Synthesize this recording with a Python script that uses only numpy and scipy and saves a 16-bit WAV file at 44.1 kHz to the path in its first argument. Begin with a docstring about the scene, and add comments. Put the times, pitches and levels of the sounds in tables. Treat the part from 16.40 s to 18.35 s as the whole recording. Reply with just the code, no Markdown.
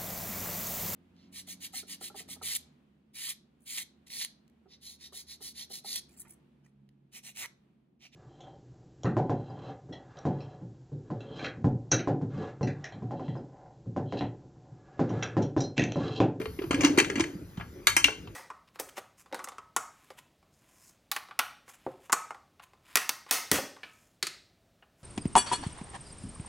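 """A lid rocked onto a pot

A thick aluminium lid rocks onto a pot: the rims clatter and scrape, each knock rings the lid,
and the air in the hollow pot booms. Three sharp metal taps follow. A quiet kitchen hums behind,
and a phone with two microphone ports listens close by."""
import sys
import numpy as np
from scipy import signal
from scipy.fft import rfft, irfft, next_fast_len
from scipy.io import wavfile
from scipy.ndimage import uniform_filter1d

SR = 44100
rng = np.random.default_rng(int(sys.argv[2]) if len(sys.argv) > 2 else 0)


def wav_out(sig):
    """Save sig, one row per channel (or a flat mono array), as 16-bit PCM at SR to the path in sys.argv[1]."""
    wavfile.write(sys.argv[1], SR, np.round(np.clip(np.atleast_2d(sig).T, -1, 1) * 32767).astype(np.int16))


N = 85995
GRIT_DB = 5.5  # how unevenly metal touches metal


def amp(db):
    return 10 ** (np.asarray(db) / 20)


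def unit_level(x):
    return x / np.sqrt(np.mean(x ** 2) + 1e-20)


def curve_at(points, hz):
    f, value = np.transpose(points)
    return np.interp(np.log(hz + 1), np.log(f + 1), value)


def add(mix, start, sound):
    part = mix[..., round(start * SR):][..., :sound.shape[-1]]
    part += sound[..., :part.shape[-1]]


def resonate(x, hz, width):
    """Lets through the sound near one pitch."""
    return signal.lfilter(*signal.iirpeak(hz, hz / width, SR), x)


def steep_band(x, hz, width):
    """Three wide resonances in a row make a band with steep sides."""
    for _ in range(3):
        x = resonate(x, hz, width * 2)
    return x


def swell(t, rise_ms, fade_ms):
    """Rises to 1, then dies away. A fade time is always the time to drop 60 dB."""
    rise = max(rise_ms, .2) / 1000
    attack = np.sin(np.pi / 2 * np.minimum(t / rise, 1)) ** 2
    return attack * amp(-60 * np.maximum(t - rise, 0) / (fade_ms / 1000))


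def tail(x, fades, delay_s):
    """Many tiny echoes blur into a tail; each pitch fades at its own speed."""
    echoes = np.zeros((2, SR // 2))
    at = np.arange(0, SR // 2 - 20, 10) + rng.integers(0, 10, (2, (SR // 2 - 11) // 10))
    np.put_along_axis(echoes, at, rng.choice([-1., 1.], at.shape), 1)
    echoes[:, :round(delay_s * SR)] = 0
    hz, t, spectrum = signal.stft(echoes, SR, nperseg=256)
    echoes = signal.istft(spectrum * amp(-60 * t / curve_at(fades, hz)[:, None]), SR, nperseg=256)[1]
    return signal.fftconvolve(x, echoes / np.linalg.norm(echoes[0]), axes=1)[:, :N]


def kitchen_hush():
    """Soft room noise that wavers a little, with a few faint hums."""
    # Each row: frequency in Hz, relative level in dB.
    colour = [(33, -30), (45, 7), (100, 8), (200, -2), (400, -2), (650, -17.5), (1500, -17), (3000, -28),
              (6000, -27.5), (9000, -29.5), (13000, -44.5), (14500, -30), (16000, -20.5)]
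    # Each row: start and end in seconds, pitch in Hz, level in dB.
    hums = [(1.284, 1.49, 368, -51), (1.314, 1.464, 550, -60), (1.793, 1.966, 100, -48.5)]
    hz, frames = np.fft.rfftfreq(1024, 1 / SR), N // 256 + 5
    a, b, c, d, waver = rng.standard_normal((frames, 513, 5)).T
    waver = uniform_filter1d(waver, size=10, axis=0)
    waver_db = 3.6 * unit_level(uniform_filter1d(waver, size=12, axis=1))
    spectrum = np.array([a + 1j * b, c + 1j * d]) * amp(curve_at(colour, hz)[:, None] + waver_db)
    noise = signal.istft(spectrum, nperseg=1024, noverlap=768)[1][:, :N]
    out, t = amp(-45.5) * unit_level(noise), np.arange(N) / SR
    for start, end, pitch, db in hums:
        arch = np.sin(np.pi * np.clip((t - start) / (end - start), 0, 1))
        out += amp(db) * arch * np.sin(2 * np.pi * pitch * t)
    return out


def hiss():
    """Smooth high hiss that falls as the phone backs away."""
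    # Each row: time in seconds, level of the upper band in dB.
    levels = [(0.0, -59), (0.314, -58.5), (0.406, -66), (1.34, -68), (1.694, -72), (1.95, -71)]
    times, db = np.transpose(levels)
    noise = rng.standard_normal((2, N))
    upper = unit_level(steep_band(noise, hz=11800, width=5000))
    lower = amp(-3.5) * unit_level(steep_band(noise, hz=5200, width=3000))
    return amp(np.interp(np.arange(N) / SR, times, db)) * (upper + lower)


def lid_rocking():
    """The pot rumbles and the rim scrapes faintly while the lid moves on it."""
    # Each row: time in seconds, level in dB.
    levels = [(0.0, -29.5), (0.124, -70), (0.28, -50), (0.416, -26.5), (0.48, -31), (0.662, -37),
              (0.864, -40), (0.976, -55.5), (1.15, -84)]
    # Each row: centre in Hz, filter width in Hz, relative level in dB.
    rumble_bands = [(300, 223, -3.5), (159.6, 174, -6)]
    times, db = np.transpose(levels)
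    level = amp(np.interp(np.arange(N) / SR, times, db, right=-90))
    noise = rng.standard_normal((2, N))
    rumble = sum(amp(band_db) * unit_level(resonate(resonate(noise, hz, width), hz, width))
                 for hz, width, band_db in rumble_bands)
    grit = rng.standard_normal((2, N)) * amp(GRIT_DB * rng.standard_normal(N))
    scrape = amp(-17.5) * unit_level(resonate(grit, hz=1660, width=1330))
    return level * (rumble + scrape)


def pot_booms():
    """Air trapped under the lid gives short, soft tones."""
    # Each row: start in seconds, level in dB, pitch in Hz, rise and fade times in milliseconds.
    booms = [(.002, -32.5, 441.8, 2.6, 220), (0.059, -29, 438, 3.4, 98), (0.186, -24, 344, 9, 17),
             (0.215, -27, 404, 2, 51), (0.235, -25, 346, 11, 46), (0.308, -15, 300, 1.5, 20),
             (0.339, -20, 281, 5.7, 84), (0.377, -22, 315, 21.3, 28), (0.431, -12.5, 295, 22.8, 39),
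             (.494, -17, 294.5, 14.4, 43), (.538, -32, 333, 5.5, 23), (0.577, -9, 337, 5.1, 23.3),
             (0.602, -20.5, 387, 8.2, 30), (0.619, -21.5, 300, 3.7, 20), (0.664, -42, 350, 11, 31),
             (.698, -24.5, 404, 3.4, 39), (0.723, -34, 368, 5.9, 21), (0.7567, -22, 300, 4.1, 32),
             (0.773, -23, 251.5, 8.5, 39), (0.799, -16.5, 325, 6.4, 53), (0.834, -51, 340, 3, 240),
             (.86, -35, 371, 5.5, 51), (0.894, -31, 340, 11, 34), (.932, -39, 293.5, 9.3, 110),
             (.953, -31.5, 181, 1.3, 104), (1.015, -40, 280, 8, 44), (1.176, -27, 167.4, 4.9, 47),
             (1.47, -37.5, 375, 4.6, 110), (1.565, -29, 327, 5.8, 36), (1.652, -31.5, 296, 5, 94),
             (1.685, -30, 432, 1.4, 69)]
    out, t = np.zeros(N), np.arange(9000) / SR
    for start, db, hz, rise, fade in booms:
        add(out, start, amp(db) * swell(t, rise, fade) * np.sin(2 * np.pi * hz * t))
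    return out


def metal_hits():
    """Each knock or tap is a gritty burst in five bands; its blow makes the lid ring, and the burst makes it
    shimmer."""
    # Each row: start in seconds, level in dB, rise and fade times in milliseconds, centre and width of
    # the main band in Hz, then relative levels in dB of clack, bite, treble, top, ring and shimmer.
    hits = [(0.013, -40, 3.9, 15, 2040, 1240, 2.5, -5, -9, -30, -3, -7),
            (0.0556, -36, 1.32, 20, 1944, 800, 4.5, -4, -13.5, -30, -7, -9.5),
            (.189, -37.5, 1.06, 41, 1970, 900, -2, -18, -43, -40, -10, -6),
            (0.2188, -41, 1.02, 19, 2540, 1200, 4, -12.5, -28, -37, -10.5, 2),
            (.238, -46.5, 3.3, 33, 1870, 1500, 4.5, -10, -26, -37, -14, -15),
            (0.3079, -27, 0.64, 126, 2450, 1220, 0, -7, -7, -34, -2.5, -5.5),
            (0.33, -40.5, 1.42, 28, 2540, 1470, 12.5, -1, 4.5, -30, -14, -11),
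            (.343, -28.5, 2.1, 34, 2350, 900, -21, -11, -6, -30, -4.5, -12.5),
            (0.387, -54, 6.1, 60, 2500, 980, 7, -20, -23, -33, -10, -8),
            (0.4069, -28, 1.16, 80, 2040, 1380, -3.5, -11.5, -2, -19, -8.5, -0.5),
            (.430, -26.5, 7, 88, 2740, 1200, -1.5, -5, -7, -31, -7, -7.5),
            (.444, -20, 4.45, 43, 2650, 1110, -4, -15, -1, -17, -8, -2.5),
            (0.464, -31.5, 6, 25, 2480, 1480, 0.5, -5, -5, -36, -7, -23),
            (0.574, -26.5, 1.38, 38, 2400, 1820, 3.5, -4.5, -5.5, -36, -2, 5),
            (.583, -15, 2.7, 58, 2320, 1460, -10, -6, -5, -17, -5.5, -8.5),
            (.598, -14, 4.1, 43, 2340, 1660, -15, -8, -6, -22.5, -17.5, -24),
            (0.644, -28.5, 3, 41, 1960, 1220, -15, -5.5, -5.5, -29, -21, -7),
            (0.697, -28.5, 3.94, 36, 1830, 1400, -23, -14.5, -5.5, -23, -8, -10),
            (0.7553, -29.5, 1, 27, 2040, 1500, -7, -6.5, -5.5, -24, -7.5, 3.5),
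            (0.776, -39.5, 6.1, 130, 2250, 1170, 1, -14, -17, -21, -1, -16),
            (0.796, -27.5, 1.1, 37, 2040, 1590, 2, -24, -2.5, -26, -13, -1.5),
            (0.804, -26, 3.3, 32, 2060, 1000, -12, -4.5, -1, -24, -8.5, -17),
            (.839, -25.5, 1.26, 19, 2040, 1300, -22, -8.5, -9.5, -32, -21, -23),
            (1.172, -44.5, 3.1, 23, 2800, 1670, 2.5, -30, -11, -26, -23, -1),
            (1.197, -45.5, 1.8, 81, 2040, 850, 7.5, -14, -20, -35, -30, -4),
            (1.210, -44, 0.95, 24, 1627, 1030, 6, -17, -20, -37, -3, -5),
            (1.4697, -11, 1.1, 28, 1900, 1480, -14, -0.5, -2, -8, -10.5, -3.5),
            (1.5652, -13.5, 1.1, 14, 2480, 1300, -4, -4.5, -0.5, -8.5, -2.5, -2),
            (1.6416, -6, 2, 18, 2615, 694, -19.5, -5.5, -5.5, -18.5, -13, -8),
            (1.682, -26, 1.15, 17, 820, 510, -0.5, -9, -22, -37, -13, -7),
            (1.873, -45, 1.4, 34, 2166, 1350, 2.5, -47, -16, -38, -31, -12)]
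    # The shimmer is the lid's many weak tones. Each row: frequency in Hz, fade time in seconds.
    shimmer_fades = [(800, 0.13), (2000, 0.18), (4000, 0.1), (7000, 0.17), (12000, 0.13)]
    clack, bite, treble, top = (1050, 750), (3900, 1100), (5477, 2220), (10580, 3500)  # centre, width in Hz
    bursts, blows, shimmer = np.zeros((2, N)), np.zeros(N), np.zeros((2, N))
    size = 6000
    t = np.arange(size) / SR
    for start, db, rise, fade, main_hz, main_width, *bands_db, ring_db, shimmer_db in hits:
        shape = swell(t, rise, fade)
        grit = shape * rng.standard_normal((2, size)) * amp(GRIT_DB * rng.standard_normal(size))
        click = signal.unit_impulse(size, round(rise * SR / 1000))
        bands = [(main_hz, main_width), clack, bite, treble, top]
        burst, blow = 0, 0
        for (hz, width), band_db in zip(bands, [0, *bands_db]):
            extra_fade = shape ** 0.34 if hz > 5000 else 1  # the two highest bands die sooner
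            band = steep_band(grit * extra_fade, hz, width)
            band *= np.linalg.norm(shape) / np.linalg.norm(band, axis=1)[:, None]
            burst += amp(db + band_db) * band
            blow += amp(db + band_db + ring_db) * steep_band(click, hz, width)
        add(bursts, start, burst)
        add(blows, start, blow)
        add(shimmer, start, amp(shimmer_db) * burst)
    return bursts + lid_ring(blows) + tail(shimmer, shimmer_fades, delay_s=0)


def lid_ring(blows):
    """The struck lid rings in two directions; each tone has a close twin, so the ring pulses."""
    # The pitches of the lid's tones in Hz.
    pitches = [1126, 1380, 1665, 1921, 2115, 2374, 2745, 3110, 3700, 4398, 5050, 5830, 6460, 7850]
    # Each row, one per pitch: relative level in dB, fade time in seconds.
    tones = [(-31, 0.35), (-8, 0.17), (-0.5, 0.095), (0.5, 0.04), (-2, 0.098), (-3, 0.086), (-12, 0.055),
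             (-8, 0.21), (-26, 0.049), (-3.5, .24), (-12, .15), (-6.5, 0.12), (-14, 0.29), (8.5, 0.081)]
    twin_gap_hz, twin_db = 29, -4

    def tone(hz, fade):
        decay_rate = np.log(1000) / fade
        return resonate(blows, hz, decay_rate / np.pi) * SR / (2 * decay_rate)

    ring = 0
    for hz, (db, fade) in zip(pitches, tones):
        twin = amp(twin_db) * np.outer([1, -1], tone(hz + twin_gap_hz, fade))
        ring += amp(db) * (tone(hz, fade) + twin)
    return ring


def scene():
    """Lid, pot and kitchen together, as two shares of the sound that reaches the phone."""
    # The kitchen's echo. Each row: frequency in Hz, fade time in seconds.
    room_fades = [(250, 0.58), (1000, 0.3), (2500, 0.33), (6000, 0.34), (12000, 0.27)]
    metal, pot = metal_hits(), pot_booms()
    echo = tail(amp(-12.5) * metal + amp(-11) * pot, room_fades, delay_s=0.0033)
    return metal + pot + echo + lid_rocking() + kitchen_hush() + hiss()


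def record(dry):
    """The phone's two ports hear mostly the same sound, each with its own timing and level."""
    # Each row: frequency in Hz, how alike the ports are from 0 to 1.
    likeness = [(60, 1), (300, 0.91), (600, 1), (1300, 0.33), (2500, 0.99), (5000, 0.75), (7000, 0.58)]
    # Each row: frequency in Hz, how far the left wave runs ahead in radians.
    left_lead = [(300, 0.01), (780, 1.34), (1800, -0.19), (2900, 1.5), (4300, 1.46), (5500, -1.26),
                 (6600, -1.36)]
    # Each row: frequency in Hz, half cycles the right wave runs ahead (even: in step, odd: opposed).
    treble_steps = [(7900, 1), (9500, 1), (10500, 2), (13500, 2), (14300, 3), (17000, 3)]
    # Each row: frequency in Hz, how much louder the left is in dB.
    balance = [(60, 0.6), (370, 1), (670, 0), (1220, 0.3), (2230, 5), (4080, 4), (6500, 3.1)]
    bass_cut_hz, treble_cut_hz, ceiling = 40, 16200, 1.1
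    alike_hz = treble_steps[0][0]  # from here up the ports are fully alike and equally loud
    size = next_fast_len(N + 4096)
    hz = np.fft.rfftfreq(size, 1 / SR)
    shared, separate = rfft(dry, size) / np.sqrt(1 + (bass_cut_hz / (hz + 1)) ** 8)
    alike = np.clip(curve_at(likeness + [(alike_hz, 1)], hz), 0, 1)
    lead = curve_at(left_lead + [(f, -np.pi * halves) for f, halves in treble_steps], hz)
    lean_left = amp(curve_at(balance + [(alike_hz, 0)], hz) / 2) * np.exp(.5j * lead)
    left = shared * lean_left
    right = (alike * shared + np.sqrt(1 - alike ** 2) * separate) / lean_left
    ports = irfft(np.array([left, right]), size)[:, :N]
    ports = ceiling * np.tanh(ports / ceiling)  # loud peaks gently overload the input
    treble_cut = signal.firwin(511, treble_cut_hz, window=("kaiser", 9), fs=SR)
    return signal.oaconvolve(ports, treble_cut[None], "same")


dry = scene()
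out = record(dry)
wav_out(out)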